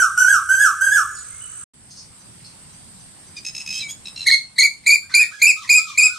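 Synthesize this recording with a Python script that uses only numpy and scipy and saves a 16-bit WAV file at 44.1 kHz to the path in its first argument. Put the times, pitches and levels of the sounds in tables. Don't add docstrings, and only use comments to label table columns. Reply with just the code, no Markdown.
import sys
import numpy as np
from scipy import signal
from scipy.fft import rfft, irfft
from scipy.io import wavfile
from scipy.ndimage import uniform_filter1d, minimum_filter1d

SR = 44100
rng = np.random.default_rng(int(sys.argv[2]) if len(sys.argv) > 2 else 0)


def how_loud(loudness_db):
    steps = np.asarray(loudness_db, float) / 20
    return 10 ** steps


def store_wav(level_fs):
    pcm = np.round(np.clip(np.atleast_2d(level_fs), -1, 1) * 32767)
    wavfile.write(sys.argv[1], SR, pcm.T.astype(np.int16))


N = 272538
LEAD = 8000

# [t/s, first note f/Hz, second note f/Hz, first level/dB, second level/dB]
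WHISTLES = [
    (-.142, 1493, 1594, -13, -7),
    (.172, 1535, 1659, -7, -5.5),
    (.487, 1595, 1713, -9.5, -4.5),
    (0.807, 1631, 1735, -9, -6),
]
# [t/s, first arch f/Hz, notch f/Hz, second arch f/Hz, level/dB]
SHRIEKS = [
    (4.262, 2224, 1760, 2194, -13),
    (4.58, 2256, 1980, 2369, -13.5),
    (4.862, 2413, 2210, 2448, -10),
    (5.138, 2431, 2310, 2544, -10.5),
    (5.415, 2451, 2300, 2660, -8.5),
    (5.69, 2500, 2320, 2541, -9.5),
    (5.973, 2530, 2300, 2568, -11),
]
# [t/s, length/s, pitch f/Hz, level/dB, mouth as a factor on the throat]
RATTLES = [
    (3.448, .05, 1285, -29, 1.0),
    (3.548, .08, 1305, -29, 1.01),
    (3.66, .14, 1285, -29, .99),
    (3.725, .09, 1590, -35, 1.27),
    (4.055, .04, 1302, -29, .8),
    (4.16, .09, 1360, -29, .79),
]
# [t/s, length/s, pitch f/Hz, level/dB, mouth as a factor]
CLUCKS = [
    (3.362, .03, 1218, -34, .93),
    (3.8, .035, 1308, -29, .78),
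    (3.885, .04, 1670, -32, 1.2),
]
# [t/s, length/s, first f/Hz, last f/Hz, level/dB]
SLIDE = [
    (3.812, .078, 2370, 2240, -30),
    (3.835, .05, 6950, 6800, -41),
]
# [f/Hz, level/dB]
WHISTLE_THROAT = [(1000, 3), (1700, -9.5), (2600, -41), (3400, -33), (4400, -44.5), (5000, -37),
                  (5600, -17.5), (6500, -25.5), (8200, -22.5), (10000, -31.5), (12000, -36.5), (15000, -50)]
SHRIEK_THROAT = [(1700, 4), (2100, 1), (2500, -0.5), (3500, -12), (4200, 2), (4700, -14.5), (5300, -20.5),
                 (6400, -15.5), (7400, -10.5), (9000, -21), (11500, -27.5), (15000, -49.5)]
CHATTER_THROAT = [(1200, -59), (2500, -4.5), (3300, -8), (3900, -14.5), (4600, -5.5), (5200, 0),
                  (6500, -5.5), (7800, -17.5), (10500, -25.5), (13000, -38.5)]
FAR_THROAT = [(800, -8.5), (1900, 4), (2600, -34.5), (3500, -8), (5000, -14.5), (6200, -16.5), (8000, -28),
              (15000, -51.5)]
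# [t/s, length/s, first f/Hz, top f/Hz, level/dB]
FAR_HOOKS = [
    (5.02, .04, 1060, 1604, -61),
    (5.092, .19, 720, 1562, -47.5),
    (5.196, 0.059, 1574, 1905, -40.5),
    (5.31, 0.13, 1147, 1697, -45),
]
# [t/s, length/s, top f/Hz, last f/Hz, level/dB]
FAR_ARCHES = [
    (5.563, 0.092, 1330, 900, -43),
    (5.776, .15, 1370, 1040, -41),
    (5.987, 0.098, 1297, 1240, -46.5),
    (6.078, .105, 1510, 1120, -41.5),
]
# [t/s, length/s, first f/Hz, last f/Hz, level/dB]
SMALL_BIRDS = [
    (1.07, .18, 6910, 6890, -48),
    (1.135, .05, 6400, 3500, -48),
    (1.405, .03, 2900, 3020, -46),
    (1.3, .07, 2050, 2200, -57),
    (5.88, .09, 2450, 2300, -40),
]
CHIP_STARTS = [2.199, 2.464, 2.731, 2.997, 3.267, 3.531]
# [t/s from its start, length/s, first f/Hz, last f/Hz, level/dB]
CHIP_PHRASE = [
    (-.085, 0.009, 4580, 4640, -57),
    (-.06, 0.0163, 5330, 5220, -61),
    (-.035, 0.0174, 4084, 3860, -60),
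    (-.005, .012, 6400, 5800, -54),
    (0.005, 0.0242, 4800, 4570, -55),
]
# [t/s, length/s, centre f/Hz, width f/Hz, level/dB]
RUSTLES = [
    (1.89, 0.052, 5500, 2510, -49.5),
    (1.939, 0.082, 5410, 2163, -45),
    (2.435, 0.032, 4680, 1290, -46),
]
# [f/Hz, level/dB per Hz]
YARD_AIR = [(25, -50.5), (50, -38), (85, 0), (220, -14), (900, -25), (1350, -5), (2000, -20.5),
            (5600, -23.5), (6200, -7.5), (7000, -14.5), (8300, 4.5), (9100, -6.5), (10000, -50),
            (11500, -49.5), (12200, -15), (14000, -47)]
TREE_AIR = [(15, -47), (25, -30), (64, 3), (173, 5), (421, -10), (631, -10.5), (919, -10), (1240, -11.5),
            (4380, -13.5), (4750, -10.5), (6550, -16), (8580, 1.5), (10600, -21.5), (12800, -21),
            (15500, -65.5)]
# [t/s, level/dB]
TREE_LEVEL = [(1.734, -50), (1.9, -47), (2.2, -45), (2.7, -44), (3.298, -44.5), (4.199, -44),
              (4.418, -48.5), (4.901, -49.5), (5.3, -51), (6.18, -53)]
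# [f/Hz, likeness]
YARD_SAME = [(60, 1), (240, 0.4), (950, 0.46), (3770, 0.5), (15000, -1.5)]
TREE_SAME = [(60, 1), (240, 0.31), (950, 0.38), (3770, -0.032), (15000, -0.47)]
# [f/Hz, level/dB]
YARD_PAN = [(60, -2.5), (240, 0.5), (950, 0.5), (3770, -1), (15000, -7)]
TREE_PAN = [(60, 1), (240, -1.5), (950, -0.5), (3770, 0.5), (15000, -5)]
WHISTLER_PAN = [(60, -4.5), (180, -6), (550, 6), (1650, -2.5), (4970, 0.5), (15000, 1)]
SHRIEKER_PAN = [(60, 22), (180, -8), (550, 14), (1650, -0.5), (4970, -0.5), (15000, -5)]
# [delay t/s, left level/dB, right level/dB]
YARD_WALLS = [(.009, -21, -1), (0.022, -5, -27.5), (0.035, -8.5, -2.5), (0.057, -38.5, -39)]
TREE_WALLS = [(.004, -14, -21), (.012, -16, -11), (.027, -15, -19)]
# [f/Hz, t/s]
YARD_RING = [(500, 0.5), (1400, 0.57), (3000, 0.55), (8000, 0.51)]
TREE_RING = [(500, 0.2), (2400, 0.24), (4500, 0.27), (7500, 0.27), (11000, 0.27)]
CUT = (1.642, 1.735)
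# [f/Hz, level/dB]
HEARING = [(100, -110), (9400, -105), (10300, -88.5), (11400, -94.5), (12300, -100), (13300, -90),
           (14500, -86)]


def whistle(s, first_hz, second_hz, first_db, second_db):
    return [(s, .9 * first_hz, first_db - 3),
            (s + .013, .96 * first_hz, first_db),
            (s + .049, first_hz, first_db),
            (s + .074, .93 * first_hz, first_db - 6),
            (s + .134, second_hz, second_db),
            (s + .152, .94 * second_hz, second_db),
            (s + .19, 1281, second_db - 9),
            (s + .23, 1072, second_db - 32)]


def shriek(s, first_hz, notch_hz, second_hz, db):
    stretch = 1 + .7 * (first_hz - 2250) / 1000
    octaves = np.log2(first_hz / notch_hz)
    choke_db, rebound_db = 42 * octaves, 12 * octaves
    tire_s = s + stretch * .084
    return [(s, .8 * first_hz, db - 22),
            (s + .01, .96 * first_hz, db - 3.5),
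            (s + .018, first_hz, db - 1.5),
            (s + stretch * .038, notch_hz, db - choke_db),
            (s + stretch * .057, second_hz, db + rebound_db),
            (tire_s, .972 * first_hz, db - 1.5 + rebound_db),
            (tire_s + .011, .85 * first_hz, db - 22)]


def chatter(s, length, pitch_hz, db, mouth, throbs, slide_hz):
    slide = slide_hz * (mouth - 1)
    first_hz, last_hz = pitch_hz - slide / 2, pitch_hz + slide / 2
    rows = [(s, first_hz, db - 3),
            (s + .6 * length, .4 * first_hz + .6 * last_hz, db),
            (s + length, last_hz, db - 5)]
    throat = [(hz * mouth, gain_db) for hz, gain_db in CHATTER_THROAT]
    note = voice(rows, throat, wobble=.006, breath=.05, broken_db=3)[1]
    note = note + .22 * np.std(note) * hiss(len(note), 2000, 8000)
    t = np.arange(len(note)) / SR
    beat = (throbs * t * (1 + .096 * drift(len(note), count=900))) % 1
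    opening = np.clip(beat / .12, 0, 1)
    closing = np.clip((.66 - beat) / .25, .22, 1)
    return s, note * opening * closing


def voice(rows, throat, wobble=.002, breath=.03, broken_db=0., dulling_db=0.):
    s, hz, db = np.transpose(rows)
    t = np.arange(s[0], s[-1], 1 / SR)
    size = len(t)
    hz = uniform_filter1d(np.interp(t, s, hz), size=260, mode="nearest")
    hz = hz * (1 + wobble * drift(size, count=60))
    turn = 2 * np.pi * np.cumsum(hz) / SR
    age = np.linspace(-.5, .5, size)
    tone = np.zeros(size)
    for k in range(1, 12):
        level_db = read(throat, k * hz) - (k + 1.5) * dulling_db * age
        level_db = level_db + (k > 1) * broken_db * drift(size, count=200)
        breathing = 1 + breath * (k - 1) * drift(size, count=24)
        audible = k * hz < 15600
        tone += how_loud(level_db) * audible * breathing * np.cos(k * turn + k * k)
    effort = how_loud(np.interp(t, s, db))
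    return s[0], np.sqrt(2) * effort * tone * signal.windows.tukey(size, .06)


def hook(s, length, first_hz, top_hz, db):
    return [(s, first_hz, db - 3), (s + .022, top_hz, db), (s + length, top_hz - 900 * length, db - 12)]


def arch(s, length, top_hz, last_hz, db):
    knee_hz = top_hz - .35 * (top_hz - last_hz)
    return [(s, .93 * top_hz, db), (s + .53 * length, top_hz, db - 10),
            (s + .65 * length, knee_hz, db), (s + length, last_hz, db - 8.5)]


def pipe(s, length, first_hz, last_hz, db):
    hz = np.linspace(first_hz, last_hz, int(length * SR))
    tone = np.sin(2 * np.pi * np.cumsum(hz) / SR)
    return s, how_loud(db) * tone * signal.windows.tukey(len(hz), .5)


def rustle(s, length, centre_hz, width_hz, db):
    size = int(length * SR)
    snaps = rng.standard_normal(size) * how_loud(4.2 * drift(size, count=100))
    edges = [centre_hz - width_hz / 2, centre_hz + width_hz / 2]
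    band = signal.butter(4, edges, "band", fs=SR, output="sos")
    return s, how_loud(db) * evened(signal.sosfilt(band, snaps)) * np.hanning(size)


def space(x, walls, ring, tail_db, same):
    noise = rng.standard_normal((2, SR))
    noise[1] = same * noise[0] + np.sqrt(1 - min(same, 1) ** 2) * noise[1]
    hz, t, z = signal.stft(noise, SR, nperseg=128)
    decay = how_loud(-60 * t / read(ring, hz)[:, None])
    tail = signal.istft(z * decay, SR, nperseg=128)[1]
    tail *= np.clip(np.arange(tail.shape[1]) / 300, 0, 1)
    tail *= how_loud(tail_db) / np.linalg.norm(tail[0])
    tail[:, 0] = 1
    for s, left_db, right_db in walls:
        i = round(s * SR)
        tail[0, i] += how_loud(left_db)
        tail[1, i + 1] += how_loud(right_db)
    return signal.fftconvolve(x[None], tail, axes=1)[:, LEAD:LEAD + N]


def shaded(x, pan):
    db = read(pan, np.fft.rfftfreq(N, 1 / SR))
    return irfft(rfft(x) * how_loud(np.outer([.5, -.5], db)), N)


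def air(colour, same, pan, patchy_db):
    frames, hz = N // 256 + 5, np.fft.rfftfreq(1024, 1 / SR)
    a, b, c, d, patches = rng.standard_normal((frames, 513, 5)).T
    patches = uniform_filter1d(patches, size=10, axis=0)
    patches = evened(uniform_filter1d(patches, size=12, axis=1))
    like = np.clip(read(same, hz), -1, 1)[:, None]
    left = a + 1j * b
    right = like * left + np.sqrt(1 - like ** 2) * (c + 1j * d)
    z = np.array([left, right]) * how_loud(read(colour, hz)[:, None] + patchy_db * patches)
    z *= how_loud(np.outer([.5, -.5], read(pan, hz)))[:, :, None]
    return evened(signal.istft(z, nperseg=1024, noverlap=768)[1][:, :N])


def insect_air():
    floor = air(YARD_AIR, YARD_SAME, YARD_PAN, patchy_db=1.2)
    band = signal.butter(2, [7000, 9500], "band", fs=SR, output="sos")
    insects = signal.sosfilt(band, floor)
    return how_loud(-36.5) * (floor + .5 * insects * np.cos(2 * np.pi * 52 * np.arange(N) / SR))


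def hiss(size, low_hz, high_hz):
    band = signal.butter(4, [low_hz, high_hz], "band", fs=SR, output="sos")
    return evened(signal.sosfilt(band, rng.standard_normal(size)))


def drift(size, count):
    once = uniform_filter1d(rng.standard_normal(size), count)
    return evened(uniform_filter1d(once, count))


def evened(x):
    return x / np.sqrt(np.mean(x ** 2) + 1e-20)


def read(points, hz):
    f, value = np.transpose(points)
    return np.interp(np.log(hz + 1), np.log(f + 1), value)


def add(mix, s, sound):
    part = mix[round(s * SR) + LEAD:][:len(sound)]
    part += sound[:len(part)]


def yard():
    cuckoo, far = np.zeros((2, N + LEAD))
    for row in WHISTLES:
        add(cuckoo, *voice(whistle(*row), WHISTLE_THROAT, wobble=.0008, breath=.05, broken_db=2.5))
    for row in SMALL_BIRDS[:4]:
        add(far, *pipe(*row))
    near_sound = shaded(space(cuckoo, YARD_WALLS, YARD_RING, tail_db=-6.0, same=.87), WHISTLER_PAN)
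    far_sound = space(far, YARD_WALLS, YARD_RING, tail_db=6.5, same=.29)
    return near_sound + far_sound + insect_air()


def tree():
    near, far = np.zeros((2, N + LEAD))
    for row in SHRIEKS:
        add(near, *voice(shriek(*row), SHRIEK_THROAT, wobble=.003, breath=.16, broken_db=4.5,
                         dulling_db=2.5))
    for row in RATTLES:
        add(near, *chatter(*row, throbs=67, slide_hz=150))
    for row in CLUCKS:
        add(near, *chatter(*row, throbs=14, slide_hz=600))
    for row in SLIDE:
        add(near, *pipe(*row))
    answers = [hook(*row) for row in FAR_HOOKS] + [arch(*row) for row in FAR_ARCHES]
    for rows in answers:
        add(far, *voice(rows, FAR_THROAT, wobble=.0038, breath=.59))
    add(far, *pipe(*SMALL_BIRDS[4]))
    for start in CHIP_STARTS:
        for s, *rest in CHIP_PHRASE:
            add(far, *pipe(start + s, *rest))
    for row in RUSTLES:
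        add(far, *rustle(*row))
    near_sound = shaded(space(near, TREE_WALLS, TREE_RING, tail_db=-6.5, same=.2), SHRIEKER_PAN)
    far_sound = space(far, TREE_WALLS, TREE_RING, tail_db=7.0, same=.45)
    level = how_loud(np.interp(np.arange(N) / SR, *np.transpose(TREE_LEVEL)))
    return near_sound + far_sound + level * air(TREE_AIR, TREE_SAME, TREE_PAN, patchy_db=1.54)


def scene():
    return np.where(np.arange(N) / SR < np.mean(CUT), yard(), tree())


def masked(x, mask_db, upward_db, downward_db, grit_db):
    mid_side = np.array([x[0] + x[1], x[0] - x[1]]) / 2
    hz, t, z = signal.stft(mid_side, SR, nperseg=2048, noverlap=1024, boundary="even")
    edges = np.r_[12:96:4, 96:192:12, 192:740:24]
    band = np.searchsorted(edges, np.arange(len(hz)), "right") - 1
    band = np.clip(band, 0, len(edges) - 1)
    width = np.diff(edges, append=len(hz))[:, None]
    power = np.add.reduceat(abs(z) ** 2, edges, axis=1) / width
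    level_db = 10 * np.log10(power + 1e-14)
    octaves = np.log2(edges[:, None] / edges)
    fall_db = np.maximum(upward_db * octaves, -downward_db * octaves)
    hidden_db = (level_db[0][None] - fall_db[:, :, None]).max(axis=1) - mask_db
    luck_db = 2.0 * rng.standard_normal(hidden_db.shape)
    keep = level_db > np.maximum(hidden_db, read(HEARING, hz[edges])[:, None]) + luck_db
    keep[:, 0] = True
    a, b = rng.standard_normal(z.shape + (2,)).transpose(3, 0, 1, 2)
    grit = how_loud(level_db[:, band] + grit_db) * (a + 1j * b)
    z = (z + grit) * keep[:, band]
    mid, side = signal.istft(z, SR, nperseg=2048, noverlap=1024)[1][:, :N]
    return np.array([mid + side, mid - side])


def spray(dry):
    loud = np.sqrt(abs(uniform_filter1d(dry ** 2, size=600, axis=1)))
    yard_hiss = how_loud(-36) * hiss(dry.shape, 4200, 6000) + how_loud(-31) * hiss(dry.shape, 2100, 3300)
    yard_hiss = yard_hiss + how_loud(-46) * hiss(N, 300, 1100)
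    tree_hiss = how_loud(-33) * hiss(dry.shape, 3500, 4700) + how_loud(-36) * hiss(dry.shape, 5900, 7600)
    tree_hiss = tree_hiss + how_loud(-39) * hiss(N, 230, 1800)
    return loud * np.where(np.arange(N) / SR < CUT[0], yard_hiss, tree_hiss)


def limited(x):
    peak = -minimum_filter1d(-abs(x).max(axis=0), size=400)
    return x / np.maximum(uniform_filter1d(peak, size=200) / .9, 1)


def top_cut(x):
    return signal.sosfilt(signal.butter(12, 15670, fs=SR, output="sos"), x)


def record(dry):
    x = masked(dry + spray(dry), mask_db=38, upward_db=8, downward_db=27.5, grit_db=-17)
    t = np.arange(N) / SR
    outside_cut = np.clip(np.maximum(CUT[0] - t, t - CUT[1]) * 300, 0, 1)
    mix = limited(x) * outside_cut
    return top_cut(mix)


dry = scene()
out = record(dry)
store_wav(out)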